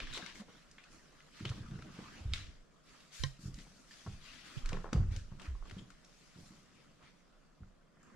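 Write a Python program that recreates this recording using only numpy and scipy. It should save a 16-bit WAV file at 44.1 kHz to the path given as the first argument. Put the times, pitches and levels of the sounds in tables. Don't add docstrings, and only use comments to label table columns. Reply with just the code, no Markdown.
import sys
import numpy as np
from scipy import signal
from scipy.fft import rfft, irfft, next_fast_len
from scipy.io import wavfile
from scipy.ndimage import uniform_filter1d

SR = 44100
rng = np.random.default_rng(int(sys.argv[2]) if len(sys.argv) > 2 else 0)


def wrap_up_sound(samples):
    columns = np.atleast_2d(samples).T
    tamed = np.clip(columns, -1, 1)
    steps = np.round(tamed * 32767).astype(np.int16)
    wavfile.write(sys.argv[1], SR, steps)


N = 359706


def amp(db):
    return 10 ** (np.asarray(db) / 20)


def unit(x):
    return x / np.sqrt(np.mean(x ** 2) + 1e-20)


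def crest(x):
    return x / (np.abs(x).max() + 1e-20)


def along(points, hz):
    f, v = np.transpose(points)
    return np.interp(np.log(hz + 1), np.log(f + 1), v)


def hump(hz, centre_hz, octaves):
    return np.exp(-(np.log2((hz + 1) / centre_hz) / octaves) ** 2)


def filtered(x, response):
    n = x.shape[-1]
    m = next_fast_len(n + SR // 10)
    spectrum = rfft(x, m) * response(np.fft.rfftfreq(m, 1 / SR))
    return irfft(spectrum, m)[..., :n]


# frequency in Hz, likeness from 0 to 1.
STEREO_LIKENESS = [(60, 0.84), (150, 0.41), (300, 0.29), (1000, 0.39), (2500, 0.52), (4500, 0.053),
                   (12000, 0.033)]


def spread(pair, spectrum, alike=STEREO_LIKENESS):
    turn = lambda hz: np.arccos(np.clip(along(alike, hz), -1, 1)) / 2
    mid_side = lambda hz: np.array([np.cos(turn(hz)), np.sin(turn(hz))])
    mid, side = filtered(pair, lambda hz: amp(along(spectrum, hz)) * mid_side(hz))
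    return unit(np.array([mid + side, mid - side]))


def panned(sound, pan_db):
    return sound * amp([[pan_db / 2], [-pan_db / 2]])


def add(track, s, sound):
    start = max(round(s * SR), 0)
    track[..., start:start + sound.shape[-1]] += sound[..., :N - start]


def push(hz, cycles):
    t = np.arange(SR // 2) / SR
    age = t * hz / cycles
    return crest(age ** 2 * np.exp(-age) * np.sin(2 * np.pi * hz * t))


def swell(length, rise, t60):
    t = np.arange(int((length + t60) * SR)) / SR
    onset = np.clip(t / rise, 0, 1)
    release = amp(-60 * np.clip((t - length) / t60, 0, 1))
    return (onset * release) ** 2


def struck(blows, modes, rise_s, blur):
    out, t = np.zeros((2, N)), np.arange(SR // 2) / SR
    for s, db in blows:
        for hz, level, t60, pan_db in modes:
            unrest = filtered(rng.standard_normal(len(t)), lambda f: f < hz / 10)
            drift = np.cumsum(unrest) * np.sqrt(2 * np.pi * blur * hz / SR)
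            phase = rng.random() + rng.random((2, 1)) / 4
            decay = np.clip(t / rise_s, 0, 1) * amp(db + level - 60 * t / t60)
            ring = decay * np.sin(2 * np.pi * (hz * t + phase) + drift)
            add(out, s, panned(ring, pan_db))
    return out


# frequency in Hz, decay time t60 in seconds.
ROOM_DECAY = [(100, 0.29), (500, 0.52), (2500, 0.28), (6000, 0.49), (12000, 0.35)]


def echo(sound):
    noise = spread(rng.standard_normal((2, SR // 2)), [(100, 0)])
    hz, t, z = signal.stft(noise, SR, nperseg=256)
    decay = amp(-60 * t / along(ROOM_DECAY, hz)[:, None])
    tail = signal.istft(z * decay, SR)[1]
    tail = tail / np.linalg.norm(tail[0])
    return signal.fftconvolve(sound[None], tail, axes=1)[:, :len(sound)]


# frequency in Hz, relative level in dB per Hz.
HUSH_SPECTRUM = [(20, -15.5), (55, -22), (110, -35), (145, 0.5), (230, -8), (400, -14.5), (620, -12),
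                 (850, -22), (1150, -17), (2200, -29.5), (3500, -37), (4300, -57), (7500, -35.5),
                 (14000, -59)]


def hush(hush_db=-69):
    return amp(hush_db) * spread(rng.standard_normal((2, N)), HUSH_SPECTRUM)


PAW_HZ = 137.4
TREMOR_DB = -72
JOLT_DB, JOLT_DB_PER_OCTAVE = -22, -7
JOLT_RISE_S, JOLT_HOLD_S, JOLT_T60 = 0.008, 0.032, 0.96
NUDGE_JOLT_T60 = 0.41
# frequency in Hz, relative level in dB per Hz.
RUMBLE_SPECTRUM = [(12, 2.5), (22, 19.5), (45, 7.5), (65, -11), (100, -32), (250, -92)]


def rumble():
    power = np.full(N, amp(TREMOR_DB) ** 2)
    for blows, t60 in (LANDINGS, JOLT_T60), (NUDGE_TOUCHES, NUDGE_JOLT_T60):
        for s, db, hz, *_ in blows:
            jolt = amp(db + JOLT_DB + JOLT_DB_PER_OCTAVE * np.log2(hz / PAW_HZ))
            add(power, s, jolt ** 2 * swell(JOLT_HOLD_S, JOLT_RISE_S, t60))
    return np.sqrt(power) * spread(rng.standard_normal((2, N)), RUMBLE_SPECTRUM)


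# start in seconds, level in dB, pitch in Hz.
NUDGE_TOUCHES = [(0.012, -46, 16), (3.193, -33, 60), (3.242, -32.5, 89), (4.565, -31, 128)]
# start in seconds, level in dB.
NAIL_TAPS = [(3.2365, -39)]
# frequency in Hz, relative level in dB, t60 in seconds, left-right in dB.
SHELL_MODES = [(134.5, 5, 0.2, -15), (535, -8, 0.08, -5), (1045, -3, 0.08, -10), (1590, -3, 0.07, 3),
               (1880, 1, 0.08, 0), (2150, -2, 0.04, 1), (3080, 7, 0.022, 7), (3640, 6, 0.018, -1),
               (4020, 10, 0.02, 0), (5130, 6, 0.014, 0), (5900, 5, 0.02, -10)]
# frequency in Hz, relative level in dB per Hz.
CRACK_SPECTRUM = [(700, -34), (1000, -2), (1800, 0), (2600, -10), (3800, 2), (6000, -10), (7500, -1),
                  (10000, -28), (14000, -45)]


def handling(far_side_db=-15, shell_db=0, crack_db=12, crack_t60=0.0065, room_db=-14):
    touches, t = np.zeros((2, N)), np.arange(SR // 3) / SR
    for s, db, hz in NUDGE_TOUCHES:
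        add(touches, s, amp(db) * push(hz, cycles=0.58))
    taps = amp(shell_db) * struck(NAIL_TAPS, SHELL_MODES, rise_s=0.00083, blur=0.024)
    for s, db in NAIL_TAPS:
        nail = rng.standard_normal((2, len(t))) * amp(-60 * t / crack_t60) * (1 - np.exp(-t / 0.0003))
        add(taps, s, amp(db + crack_db) * crest(spread(nail, CRACK_SPECTRUM)))
    rocking = np.array([[-amp(far_side_db)], [1]])
    return rocking * touches + taps + amp(room_db) * echo(taps[0])


# start in seconds, length in seconds, pitch in Hz, level in dB.
PUPPY_GRUNTS = [(0.385, 0.051, 207, -43.5)]


def grunts(overtone_db=-24):
    out = np.zeros((2, N))
    for s, length, hz, db in PUPPY_GRUNTS:
        t = np.arange(int(length * SR)) / SR
        third = amp(overtone_db) * np.sin(2 * np.pi * 3 * hz * t)
        tone = np.sin(2 * np.pi * hz * t) + third
        add(out, s, amp(db) * np.sin(np.pi * t / length) ** 2 * tone)
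    return out


# start in seconds, level in dB.
TAG_BLOWS = [(4.931, -56)]
# frequency in Hz, relative level in dB, t60 in seconds,
# left-right in dB.
TAG_MODES = [(3219, -10, .2, 3), (4694, 0, .25, 3), (6293, -9, .35, 3), (7800, -15, .2, 3),
             (9469, -21, .3, 3)]


def collar_tag():
    return struck(TAG_BLOWS, TAG_MODES, rise_s=0.003, blur=0.0086)


CATCH_RATE, CATCH_DB = 900, -9


def friction(spectrum, patchy_db):
    catches = (rng.random(N) < CATCH_RATE / SR) * rng.standard_normal((2, N))
    noise = rng.standard_normal((2, N)) + amp(CATCH_DB) * unit(catches)
    z = signal.stft(noise, nperseg=512)[2]
    patches = uniform_filter1d(rng.standard_normal(z.shape[1:]), size=5, axis=0)
    patches = uniform_filter1d(patches, size=7, axis=1)
    slide = signal.istft(z * amp(patchy_db * unit(patches)))[1][:, :N]
    return spread(slide, spectrum)


# time in seconds, level in dB.
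FIDGETING = [(0, -76), (1.2, -68.5), (2.3, -73), (2.7, -77), (3.4, -72), (5.9, -72), (6.9, -74),
             (7.4, -77.5), (8.16, -84)]
# start in seconds, length in seconds, release t60 in seconds,
# pad scuff in dB, coat rustle in dB, hair hiss in dB, left-right in dB.
WEIGHT_SHIFTS = [(0.0, 0.017, 0.31, -48, -47, -62, 2.5), (0.03, 0.27, 0.3, -57.5, -53.5, -66.5, 3),
                 (0.114, 0.05, 0.28, -57, -54, -53.5, -1), (0.317, 0.089, 0.17, -59, -62, -62, 0.5),
                 (0.439, 0.19, 0.23, -65, -67, -72.5, -0.5), (0.892, 0.054, 0.39, -66.5, -72, -65.5, -2),
                 (1.301, 0.27, 0.5, -60, -58.5, -67, -0.5), (1.507, 0.9, 0.62, -60.5, -68, -72, 1),
                 (1.885, 0.28, 0.85, -59.5, -61.5, -68, -2), (2.312, 0.071, 0.56, -79, -52.5, -68, 3),
                 (2.825, 0.21, 0.63, -64.5, -66.5, -68.5, -1.5), (3.103, 0.14, 0.33, -73, -54.5, -54.5, 3),
                 (3.38, 0.098, 0.26, -83, -68.5, -60.5, 3), (3.521, 0.1, 0.73, -75, -65, -65, 3.5),
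                 (3.654, 0.25, 0.39, -90, -80, -69.5, 2), (3.858, 0.27, 0.75, -71, -62.5, -65, 2.5),
                 (4.193, 0.22, 0.37, -65, -56, -64, 4), (4.414, 0.17, 0.39, -57, -57.5, -62, 1.5),
                 (4.599, 0.19, 0.54, -54.5, -68.5, -68.5, 3), (4.91, 0.047, 0.41, -50, -63, -68, 2),
                 (5.091, 0.064, 0.29, -57.5, -59.5, -66, 1.5), (5.375, 0.084, 0.36, -55, -71, -67, 1),
                 (5.624, 0.17, 0.37, -62.5, -65.5, -70, -0.5), (6, 0.6, 0.54, -74, -70.5, -71, 2),
                 (6.35, 0.12, 0.42, -67, -82, -67, 1), (6.706, 0.13, 0.35, -68, -75, -77, 4),
                 (6.991, 0.091, 0.39, -64.5, -68.5, -79, 0.5), (7.892, 0.86, 0.39, -63, -84, -78, -1.5)]
FIDGET_SCUFF_DB, FIDGET_HAIR_DB = 4.5, -2.5
SLIDE_RISE_S, SLIDE_RISE_SHARE = 0.024, 0.18


def sliding():
    s, db = np.transpose(FIDGETING)
    steady = amp(np.interp(np.arange(N) / SR, s, db))
    fidget = steady * amp([FIDGET_SCUFF_DB, 0, FIDGET_HAIR_DB])[:, None, None]
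    power = fidget ** 2 * np.ones((2, 1))
    for s, length, t60, *layers_db, pan_db in WEIGHT_SHIFTS:
        gains = np.outer(amp(layers_db), amp([pan_db / 2, -pan_db / 2]))
        rise = SLIDE_RISE_S + SLIDE_RISE_SHARE * length
        add(power, s, gains[..., None] ** 2 * swell(length, rise, t60))
    return np.sqrt(power)


# frequency in Hz, relative level in dB per Hz.
SCUFF_SPECTRUM = [(100, 3), (250, 8.5), (420, -1), (600, -2.5), (850, -5), (1300, 1.5), (1650, -3),
                  (2100, -7), (3200, -12), (6000, -50)]
RUSTLE_SPECTRUM = [(700, -27.5), (1500, -6), (2200, -5.5), (3500, -5), (4600, -8.5), (6000, -14),
                   (10000, -52)]
HAIR_SPECTRUM = [(2500, -29), (4500, -2.5), (5800, -2), (6800, -3.5), (7800, -6), (8400, -11), (9700, -10),
                 (11000, -19), (13000, -19.5), (15000, -45)]
SCUFF_PATCHY_DB, RUSTLE_PATCHY_DB = 3.5, 2.3


def coats(scuff, rustle, hair, scuff_db=-1, rustle_db=-1.6, hair_db=-0.6, grip_db=0.57):
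    grip = amp(grip_db * unit(uniform_filter1d(rng.standard_normal(N), size=200)))
    pads = scuff * amp(scuff_db) * friction(SCUFF_SPECTRUM, SCUFF_PATCHY_DB)
    fur = rustle * amp(rustle_db) * friction(RUSTLE_SPECTRUM, RUSTLE_PATCHY_DB)
    hiss = hair * amp(hair_db) * friction(HAIR_SPECTRUM, RUSTLE_PATCHY_DB)
    return grip * (pads + fur + hiss)


# frequency in Hz, width in Hz, relative level in dB.
WOOD_MODES = [(367, 140, 5.5), (522, 240, 3.5), (707, 157, 2), (1087, 196, 1.5), (1390, 120, 2.5),
              (1740, 320, -5.5)]


def wood(f):
    total = 0
    for k, (centre, width, db) in enumerate(WOOD_MODES):
        total = total + (-1) ** k * amp(db) * 1j * f * width / (centre ** 2 - f ** 2 + 1j * f * width)
    return total


JUDDER_RATE = 500
# start in seconds, level in dB, judder t60 in seconds, favoured centre in Hz,
# left-right in dB.
LIMB_KNOCKS = [(0.002, -42.5, 0.057, 600, 3), (0.152, -46.5, 0.16, 900, 2), (0.171, -40, 0.12, 786, 3),
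               (0.189, -45.5, 0.13, 746, 3), (0.415, -51.5, 0.1, 650, 0), (0.482, -55, 0.15, 810, 0),
               (1.448, -40.5, 0.12, 400, 2), (1.514, -45, 0.06, 1400, 0), (1.577, -52, 0.05, 1300, 0),
               (1.7895, -49.5, 0.045, 547, 2), (1.988, -47, 0.051, 403, 0), (3.666, -52.5, 0.04, 1000, 0),
               (4.0625, -43, 0.096, 755, 3), (4.72, -41, 0.06, 550, 7), (4.73, -39, 0.17, 497, 4),
               (4.749, -46, 0.07, 500, 1), (4.7695, -39.5, 0.026, 1210, 10), (4.785, -52, 0.15, 700, 2),
               (4.8424, -35.5, 0.099, 790, 8), (4.855, -40, 0.04, 850, 4), (4.865, -41, 0.06, 1200, 1),
               (4.877, -45.5, 0.056, 750, 1), (4.889, -43, 0.1, 1120, 1), (4.928, -33, 0.11, 630, 7),
               (4.957, -41.5, 0.25, 700, 5), (5.317, -56, 0.13, 900, 9), (5.55, -50.5, 0.04, 1050, 0),
               (5.624, -47.5, 0.069, 760, 8), (5.653, -52, 0.13, 1100, 2), (5.71, -50, 0.029, 1000, 2),
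               (5.767, -49.5, 0.16, 420, -1), (7.632, -55.5, 0.024, 1500, 0), (7.968, -60, 0.06, 1500, 0)]


def knocks(knock_db=0, room_db=-9, blow_t60=0.01, scrape_db=-9, pad_hz=3000, focus_db=7, focus_octaves=0.61):
    out, t = np.zeros((2, N)), np.arange(SR // 3) / SR
    for s, db, t60, centre_hz, pan_db in LIMB_KNOCKS:
        focus = lambda f: amp(focus_db * hump(f, centre_hz, focus_octaves))
        padded = lambda f: wood(f) * focus(f) / (1 + 1j * f / pad_hz) ** 2
        slips = unit((rng.random(len(t)) < JUDDER_RATE / SR) * rng.uniform(-0.94, 1, len(t)))
        blow = amp(-60 * t / blow_t60) * rng.standard_normal(len(t))
        force = blow + slips * amp(scrape_db - 60 * t / t60)
        knock = amp(db + knock_db) * crest(filtered(force, padded))
        add(out, s, panned(knock, pan_db) + amp(room_db) * echo(knock))
    return out


SLIP_RATE = 1100
# start in seconds, length in seconds, level in dB, ring in Hz,
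# left-right in dB.
CLAW_DRAGS = [(0.068, 0.015, -40, 1800, 0), (0.128, 0.045, -29.5, 3820, 3), (0.151, 0.038, -41, 1200, 4),
              (0.23, 0.096, -44, 1750, 5), (0.255, 0.031, -44, 4450, 5), (0.28, 0.025, -46, 2700, 3),
              (0.35, 0.064, -46, 1850, 1), (1.464, 0.022, -41, 3550, 0), (3.912, 0.034, -42.5, 4840, -2),
              (4.567, 0.027, -40, 3060, 0), (5.413, 0.022, -43, 2840, -3), (5.447, 0.022, -46, 2500, 0),
              (5.777, 0.024, -40.5, 3240, 0), (6.76, 0.054, -60, 2600, 0), (7.026, 0.05, -52.5, 2200, -2)]


def scratches(ring_db=12, ring_octaves=0.17, growth_db=5, room_db=-6):
    out, t = np.zeros((2, N)), np.arange(SR // 3) / SR
    for s, length, db, ring_hz, pan_db in CLAW_DRAGS:
        slips = (rng.random(len(t)) < SLIP_RATE / SR) * rng.standard_normal((2, len(t)))
        slips = np.tanh(slips) * (t < length) * amp(growth_db * np.minimum(t / length, 1))
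        colour = lambda hz: amp(along(CLAW_SPECTRUM, hz) + ring_db * hump(hz, ring_hz, ring_octaves))
        scratch = amp(db) * crest(spread(filtered(slips, colour), [(100, 0)]))
        add(out, s, panned(scratch, pan_db) + amp(room_db) * echo(scratch[0]))
    return out


CLAW_RING_T60 = 0.022
CLAW_HZ, CLAW_BODY_DB, CLAW_BODY_DB_PER_OCTAVE = 1910, 11.5, -11.5
# frequency in Hz, relative level in dB.
CLAW_SPECTRUM = [(300, -15.5), (800, -22), (1150, -11), (1600, -4.5), (2400, -1), (3100, 0.5), (3700, 0),
                 (4800, -4.5), (6000, -8), (8000, -14.5), (11000, -27), (15000, -42)]
# start in seconds, level in dB, chatter t60 in seconds, ring in Hz,
# ring in dB, treble edge in dB, room in dB, left-right in dB.
CLAW_STRIKES = [(0.002, -34, 0.025, 2410, 1, -5.5, -2.5, -3), (0.0709, -42, 0.049, 1710, 7, -4, -3, 0),
                (0.1372, -42, 0.018, 3000, -9, 10, -8, 0), (0.1759, -34.5, 0.033, 3670, -7, 2, -8, 3),
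                (0.2245, -44.5, 0.03, 1570, 6, -12, 1, 9), (0.2623, -40, 0.018, 2150, 2.5, 5, -3, 10),
                (0.3559, -49, 0.027, 2120, 7, 4, -1, 4), (0.713, -52.5, 0.027, 5000, 2, 18, -6, -3),
                (0.783, -47.5, 0.017, 2150, -1, -19, 2, -1), (0.839, -52, 0.04, 2560, 1, 6, -2, -1),
                (1.205, -56, 0.03, 2020, 8, -12, -11, 0), (1.402, -47, 0.04, 1890, -8, 0, -9, 0),
                (1.4528, -33, 0.019, 2990, 2, -4, -4, -1), (1.4568, -44, 0.018, 4150, -2, -6, -10, 0),
                (1.492, -39, 0.024, 2900, -7, 1, -12, -1), (1.4982, -43.5, 0.015, 4200, -3, 8, -8, 1),
                (1.711, -52, 0.027, 1400, -2, 0, -13, 0), (1.791, -55, 0.027, 1500, -6, 3, 2, 1),
                (1.823, -45, 0.018, 1330, 4.5, 6, -17, -2), (2.085, -52, 0.027, 1270, 6, -5, -6, 0),
                (2.3358, -35, 0.02, 2210, 3, 8, 1, 0), (2.3361, -27, 0.017, 3700, -1, -2.5, -5, -4),
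                (3.004, -52.5, 0.04, 3850, -2, 3, -2, 1), (3.543, -47.5, 0.019, 5450, -4, 14, -7, -4),
                (3.587, -48.5, 0.027, 2130, -10, 6, 2.5, -6), (3.9097, -53.5, 0.05, 1740, 8.5, 12, 0, -6),
                (4.659, -39, 0.02, 1900, -13, 8, -3.5, 1), (4.691, -36, 0.018, 1640, -11, 6.5, -4.5, 1),
                (4.7302, -37, 0.017, 2400, -18, -0.5, -4, 1), (4.931, -33.5, 0.022, 1670, -5, 9, -7, 4),
                (5.1208, -52, 0.018, 2010, -6, 11, -3, 4), (5.1633, -40, 0.016, 4700, -10, 9.5, -3.5, 2),
                (5.3976, -46.5, 0.035, 2680, -5, 1, -6, 6), (5.4175, -48.5, 0.025, 2800, -2, 9, -3, -1),
                (5.456, -47, 0.027, 1390, -2, -6, -15, 2), (5.6974, -47, 0.03, 2000, -6, 3, -8, -1),
                (5.711, -47, 0.027, 1900, -2, 3, -17, 8), (5.903, -50.5, 0.035, 1450, 0, 9, -1.5, 7),
                (6.047, -53.5, 0.027, 5540, 2, 14, -3, 0), (8.03, -61, 0.03, 7450, 6, 30, -2, 5)]


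def clicks(click_db=-17.0, note_db=-4, apart=0.3, wet_db=0):
    out, t = np.zeros((2, N)), np.arange(SR // 25) / SR
    rise = 1 - np.exp(-t / 0.00035)
    for s, db, t60, ring_hz, ring_db, edge_db, room_db, pan_db in CLAW_STRIKES:
        body_db = CLAW_BODY_DB + CLAW_BODY_DB_PER_OCTAVE * np.log2(ring_hz / CLAW_HZ)
        tilt = [(1200, body_db), (3200, 0), (6500, edge_db)]
        colour = lambda hz: amp(along(CLAW_SPECTRUM, hz) + along(tilt, hz))
        noise = filtered(rng.standard_normal((2, len(t))), colour)
        size = amp(db + click_db)
        note_gain = amp(db + note_db + ring_db - 60 * t / CLAW_RING_T60) * rise
        note = note_gain * np.sin(2 * np.pi * ring_hz * t)
        mid, side = size * unit(noise * amp(-60 * t / t60) * rise)
        chatter = np.array([mid + apart * side, mid - apart * side])
        add(out, s - .0003, panned(note + chatter, pan_db))
        late_impulse = signal.unit_impulse(len(t), len(t) // 10)
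        snap = note + size * unit(filtered(late_impulse, colour))
        add(out, s, amp(room_db + wet_db) * echo(np.pad(snap, (0, SR // 3))))
    return out


PATTER_RATE, PATTER_HZ = 13, 180
# start in seconds, end in seconds, level in dB.
PATTER_RUNS = [(1.555, 2.02, -52), (6.407, 6.5, -52.5)]


def patter(scatter_db=2, hard_db=-3):
    steps = []
    for start, end, db in PATTER_RUNS:
        times = np.arange(start, end, 1 / PATTER_RATE)
        for s, (late, loud, high) in zip(times, rng.standard_normal((16, 3))):
            when = s + 0.1484 * late / PATTER_RATE
            steps.append((when, db + scatter_db * loud, PATTER_HZ * np.exp(0.24 * high), hard_db))
    return steps


BOARD_SHIFT, BOARD_SCATTER_DB = 0.018, 5
# frequency in Hz, relative level in dB, t60 in seconds.
BOARD_MODES = [(97.6, -4.5, 0.41), (118, -6, 0.28), (136.6, -5, 0.34), (191.6, -5.5, 0.52), (246, -7, 0.2),
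               (325, -2.5, 0.27), (393, -8, 0.18)]


def boards(t):
    ring = np.zeros(len(t))
    for hz, db, t60 in BOARD_MODES:
        loud, high = rng.standard_normal(2)
        decay = amp(db + BOARD_SCATTER_DB * loud - 60 * t / t60)
        ring += decay * np.sin(2 * np.pi * hz * (1 + BOARD_SHIFT * high) * t)
    return ring


SKID_DB, SKID_DB_PER_OCTAVE = -17, 11
# frequency in Hz, relative level in dB.
SKID_SPECTRUM = [(120, -14.5), (190, 8), (260, -4), (325, -1.5), (400, -6), (500, -16), (900, -28),
                 (2500, -61)]
# frequency in Hz, left-right likeness from 0 to 1.
FLOOR_LIKENESS = [(60, 0.88), (250, 0.97), (1000, 0.71)]
# start in seconds, level in dB, pitch in Hz,
# hardness in dB (treble lift; negative for soft fur).
LANDINGS = [(0.225, -47, 178, 2), (1.406, -39.5, 187, 0.5), (1.424, -40.5, 125, 4), (1.457, -36, 120, 1),
            (1.5, -32, 103, 0), (1.579, -43, 217, 0), (1.604, -36, 127, -3), (1.684, -40.5, 142, 4),
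            (1.715, -36, 152, 1), (1.753, -38.5, 137, -1), (1.784, -41.5, 139, 0), (1.845, -44, 265, -4),
            (1.985, -40, 185, -3), (2.155, -48.5, 206, -9), (2.206, -46, 74.5, 2), (2.251, -33.5, 100, 1),
            (2.272, -34, 58.3, -5), (2.308, -34.5, 76.5, 0), (2.349, -40, 84, -2), (2.405, -50.5, 92, 0),
            (2.471, -46.5, 60.4, 1), (3.39, -47, 186, -16), (3.435, -45, 175, -4), (3.454, -35, 136, -17),
            (3.477, -39, 150, -11), (3.492, -43.5, 135, -11), (3.53, -45, 48, -9), (3.577, -45.5, 193, -10),
            (3.673, -56.5, 188, -3), (4.06, -42, 187, 0), (4.076, -36.5, 102, -3), (4.126, -46.5, 69, -4),
            (4.629, -33.5, 23.3, -1.5), (4.691, -43, 86.5, 6), (4.728, -31, 164, -5), (4.927, -29, 206, -3),
            (4.947, -24, 140, 1), (4.966, -21.5, 62.3, -4), (4.995, -24, 96, -4), (5.045, -34.5, 94, -4),
            (5.074, -33, 50.6, -6), (5.109, -32.5, 82, -9), (5.164, -36.5, 90, -5), (5.205, -46, 71, -4),
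            (5.317, -41, 138, 0), (5.477, -34.5, 65.4, 1), (5.503, -37, 53, 3), (5.53, -36.5, 37.3, -1),
            (5.721, -45.5, 96, 2), (5.765, -37, 176, -9), (6.358, -47.5, 170, 2), (6.385, -46, 151, 0),
            (7.604, -47.5, 170, -4), (7.615, -46, 84, -0.5)]


def thumps(push_db=-1, ring_db=-8, shudder_db=-16, shudder_t60=0.55, skid_t60=0.29):
    out, t = np.zeros((2, N)), np.arange(SR // 2) / SR

    def burst(colour, t60):
        noise = spread(rng.standard_normal((2, len(t))), colour, FLOOR_LIKENESS)
        return noise * amp(-60 * t / t60) * (1 - np.exp(-t / 0.0037))

    for s, db, hz, hard_db in LANDINGS + patter():
        bend = push(hz, cycles=0.4)
        ring = crest(signal.fftconvolve(bend, boards(t))[:len(t)])
        shudder_colour = [(hz / 4, -6), (hz, 0), (hz * 2, -12), (hz * 4, -32), (hz * 30, -110)]
        shudder = burst(shudder_colour, shudder_t60)
        skid_gain = amp(SKID_DB + SKID_DB_PER_OCTAVE * np.log2(hz / PAW_HZ))
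        skid = skid_gain * burst(SKID_SPECTRUM, skid_t60)
        landing = amp(push_db) * bend + amp(ring_db) * ring + amp(shudder_db) * shudder + skid
        overtones = lambda f: (1 + 1j * f / (2 * hz) * amp(hard_db)) / (1 + 1j * f / (2 * hz))
        add(out, s, amp(db) * filtered(landing, overtones))
    return out


def scene():
    background = hush() + rumble() + handling()
    contacts = collar_tag() + knocks() + scratches() + clicks() + thumps()
    return background + grunts() + coats(*sliding()) + contacts


TOP_HZ = 14850
LEFT_LAG_S = 0.00003
# frequency in Hz, left-right in dB.
MICROPHONE_BALANCE = [(300, -1), (1000, -2), (2200, 3), (4000, 1.5), (8000, -0.5)]


def record(dry):
    sides = np.array([[0.5], [-0.5]])
    balance = lambda hz: amp(sides * along(MICROPHONE_BALANCE, hz))
    lag = lambda hz: np.exp(-2j * np.pi * hz * sides * LEFT_LAG_S)
    return filtered(dry, lambda hz: balance(hz) * lag(hz) * (hz < TOP_HZ))


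dry = scene()
out = record(dry)
wrap_up_sound(out)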